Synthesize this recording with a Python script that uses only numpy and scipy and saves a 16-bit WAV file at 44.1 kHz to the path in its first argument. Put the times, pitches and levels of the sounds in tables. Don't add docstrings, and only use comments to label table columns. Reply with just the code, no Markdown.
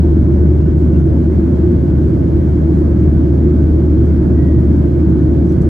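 import sys
import numpy as np
from scipy import signal
from scipy.fft import rfft, irfft, next_fast_len
from scipy.io import wavfile
from scipy.ndimage import uniform_filter1d, minimum_filter1d, map_coordinates

SR = 44100
rng = np.random.default_rng(int(sys.argv[2]) if len(sys.argv) > 2 else 0)


def to_wav(s):
    ch = np.atleast_2d(s).T
    pcm = np.round(np.clip(ch, -1, 1) * 32767)
    wavfile.write(sys.argv[1], SR, pcm.astype(np.int16))


N = 250907
T = np.arange(N) / SR


def airflow():
    # (frequency [Hz], relative density [dB])
    wall_colour = [(22, -25.5), (32, -21.5), (40, -14.5), (49, -5.5), (85, -3.5), (135, 0.96), (175, 0),
                   (208, -5), (272, -4.5), (335, 0.6), (360, -2), (388, -14), (480, -28.5), (1000, -120)]
    window_colour = [(200, -59.5), (420, 2), (480, -2.5), (560, -2), (685, -4.5), (755, -11), (850, -12),
                     (1000, -17.5), (1280, -21.5), (1670, -23), (1800, -29.5), (2200, -30), (2550, -39.5),
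                     (6000, -120)]
    vent_colour = [(800, -60), (2450, 1.5), (2800, 1.7), (3250, 2.8), (3750, -1.7), (5000, -3.1),
                   (7200, -7.3), (9000, -13), (10500, -11), (12100, -11), (13200, -22), (15700, -31)]
    buffet = wobble(2.0)
    rumble = amp(-12.0 + 0.055 * buffet) * turbulence(wall_colour, patchy_db=0.03)
    rush = amp(-30.3 + 0.2 * buffet) * turbulence(window_colour, patchy_db=1)
    hiss = amp(-56.6 + 0.35 * wobble(20)) * turbulence(vent_colour, patchy_db=.6)
    return rumble + rush + hiss


def fan_drone(near_hz=76.35, near_db=-13, far_db=-26.5, beat_s=3.7, in_step_s=3.96):
    near_phase = 2 * np.pi * (near_hz * T + rng.random())
    far_phase = near_phase - 2 * np.pi * (T - in_step_s) / beat_s
    drone = amp(near_db) * np.sin(near_phase) + amp(far_db) * np.sin(far_phase)
    return pan(side_db=1.0) * np.sqrt(2) * drone


def machines(drift=0.00056, flutter_db=2):
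    # (pitch [Hz], level [dB], left minus right [dB])
    whines = [(232.6, -31.5, -3), (500.2, -54, 2), (537, -47.7, -4), (1000.5, -63.5, -6),
              (1501.4, -59.8, -1), (1835, -73.5, -8)]
    out = np.zeros((2, N))
    for hz, db, side_db in whines:
        level = amp(db + flutter_db * wobble(4.09))
        pitch = hz * (1 + drift * wobble(2.854))
        out += pan(side_db) * level * sine(pitch)
    return out


def squeaks(rise_share=.16, fall_share=.18, sag_db=-1.5, grip_db=.7):
    # (start [s], length [s], first pitch [Hz], last pitch [Hz], level [dB], roughness [share of pitch])
    rubs = [(.595, .032, 2690, 2770, -60.5, .02), (.63, .055, 2810, 2835, -60.3, .014),
            (.655, .045, 1800, 1775, -56, .01), (.935, .045, 2870, 2650, -59.3, .016),
            (.95, .028, 1470, 1550, -52.5, .015), (.99, .022, 1320, 1390, -50, .015),
            (4.335, .305, 1936, 1896, -50.7, .002), (5.315, .022, 5950, 6050, -66.5, .035),
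            (5.49, .02, 5980, 5920, -58, .018)]
    out = np.zeros(N)
    for start, length, first_hz, last_hz, db, roughness in rubs:
        progress = np.clip((T - start) / length, 0, 1)
        glide = first_hz + (last_hz - first_hz) * progress
        pitch = glide * (1 + roughness * wobble(300))
        pressure = np.interp(progress, [0, rise_share, 1 - fall_share, 1], [0, 1, amp(sag_db), 0])
        out += amp(db + grip_db * wobble(60)) * pressure * sine(pitch)
    return out


def ticks(rise_s=0.004):
    # (time [s], body level [dB], edge level [dB], decay [s])
    slips = [(1.06, -57.5, -81, .007), (1.716, -59, -80.5, 0.0068), (2.792, -58, -75, .005),
             (3.006, -61.5, -78.5, .005), (3.634, -58, -71.5, .003), (5.098, -56, -57.5, .003),
             (5.523, -52, -70, .009), (5.6192, -46, -66.5, .0022), (5.629, -56, -71.5, .012)]
    # (frequency [Hz], relative density [dB])
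    body_colour = [(500, -70), (3500, -11), (5600, 0), (7500, -4), (9000, -9), (11300, -4), (13000, -14),
                   (15000, -20)]
    edge_colour = [(9000, -40), (12000, -13), (14500, -7), (15500, 0)]
    body, edge = np.zeros(N), np.zeros(N)
    for peak_s, body_db, edge_db, decay_s in slips:
        envelope = np.exp(-np.maximum((peak_s - T) / rise_s, (T - peak_s) / decay_s))
        body += amp(body_db) * envelope
        edge += amp(edge_db) * envelope
    return body * turbulence(body_colour, patchy_db=1.5) + edge * turbulence(edge_colour, patchy_db=1.5)


def rustles(stirs_per_s=2.4, stir_floor_db=-71.5, stir_range_db=2, crinkle_db=1.0):
    # (centre [s], half length [s], level [dB])
    scuffs = [(0.108, .025, -67), (0.798, .025, -63), (0.994, 0.016, -64.5), (1.559, .025, -66.5),
              (2.1, .025, -66), (2.775, .035, -64.5), (4.062, .02, -62.5), (4.608, .012, -65),
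              (4.772, .03, -66), (5.478, 0.032, -62.5)]
    # (frequency [Hz], relative density [dB])
    fabric_colour = [(500, -70), (3500, -8), (5500, -1), (7700, 0), (10000, -7), (12300, -7), (13500, -17),
                     (15000, -22)]
    envelope = sum(amp(db) * swell(centre_s, half_s) for centre_s, half_s, db in scuffs)
    for when, size in rng.random((round(stirs_per_s * N / SR), 2)):
        envelope += amp(stir_floor_db + stir_range_db * size) * swell(when * N / SR, half_s=0.0038)
    crinkle = amp(crinkle_db * wobble(130))
    return envelope * crinkle * turbulence(fabric_colour, patchy_db=4.0)


def turbulence(colour, patchy_db):
    # (frequency [Hz], likeness [0-1])
    likeness = [(50, .997), (76, .99), (110, .93), (200, .945), (340, .96), (420, .66), (510, .15),
                (660, .36), (780, .5), (1050, .14), (1350, .54), (1750, .86), (2100, .77), (3300, .4),
                (5200, .55), (7000, .58), (11000, .78)]
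    # (frequency [Hz], left leads by [rad])
    phase_lead = [(76, .1), (110, -.2), (270, -.12), (350, -.3), (430, -.25), (560, -1.56), (660, -3.1),
                  (780, -3.4), (1150, -5.3), (1750, -6.1), (3300, -6.9), (5200, -7), (7000, -6.5)]
    # (frequency [Hz], left minus right [dB])
    balance = [(80, 2.5), (135, -3), (180, 0), (340, -1.1), (450, -5), (560, -1.5), (760, -1.5),
               (1100, 3.5), (1500, -1.5), (1850, -4.5), (2500, -.5), (5000, -5), (10000, 0.1)]

    def mid_and_side(hz):
        width = np.arccos(np.clip(along(likeness, hz), -1, 1)) / 2
        return amp(along(colour, hz)) * [np.cos(width), np.sin(width)]

    def ports(hz):
        return pan(along(balance, hz)) * np.exp(.5j * np.array([[1], [-1]]) * along(phase_lead, hz))

    spectra = signal.stft(rng.standard_normal((2, N)), nperseg=1024)[2]
    eddies = rng.standard_normal(spectra.shape[1:])
    for axis in (0, 1):
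        eddies = uniform_filter1d(eddies, size=8, axis=axis)
    patchy_noise = signal.istft(spectra * amp(patchy_db * unit(eddies)), nperseg=1024)[1][:, :N]
    mid, side = filtered(patchy_noise, mid_and_side)
    return unit(filtered(np.array([mid + side, mid - side]), ports))


def amp(db):
    return 10 ** (np.asarray(db) / 20)


def unit(x):
    return x / np.sqrt(np.mean(x ** 2) + 1e-20)


def along(points, hz):
    knots_hz, values = np.transpose(points)
    return np.interp(np.log(hz + 1), np.log(knots_hz + 1), values)


def wobble(rate):
    return map_coordinates(rng.standard_normal(2048), [T * rate], mode="mirror")


def swell(centre_s, half_s):
    return np.exp(-.5 * ((T - centre_s) / half_s) ** 2)


def filtered(x, response):
    size = next_fast_len(N + SR // 2)
    return irfft(rfft(x, size) * response(np.fft.rfftfreq(size, 1 / SR)), size)[..., :N]


def sine(hz):
    return np.sqrt(2) * np.sin(2 * np.pi * (np.cumsum(hz) / SR + rng.random()))


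def pan(side_db):
    return amp(np.array([[1], [-1]]) * side_db / 2)


def scene():
    return fan_drone() + machines() + airflow() + squeaks() + ticks() + rustles()


def record(dry):
    ceiling, top_hz = .93, 15700
    crests = np.abs(dry).max(axis=0)
    needed_gain = np.minimum(1, ceiling / (crests + 1e-9))
    held_gain = minimum_filter1d(needed_gain, size=1000)
    smooth_gain = uniform_filter1d(uniform_filter1d(held_gain, size=600), size=600)
    return filtered(dry * smooth_gain, lambda hz: hz < top_hz)


dry = scene()
out = record(dry)
to_wav(out)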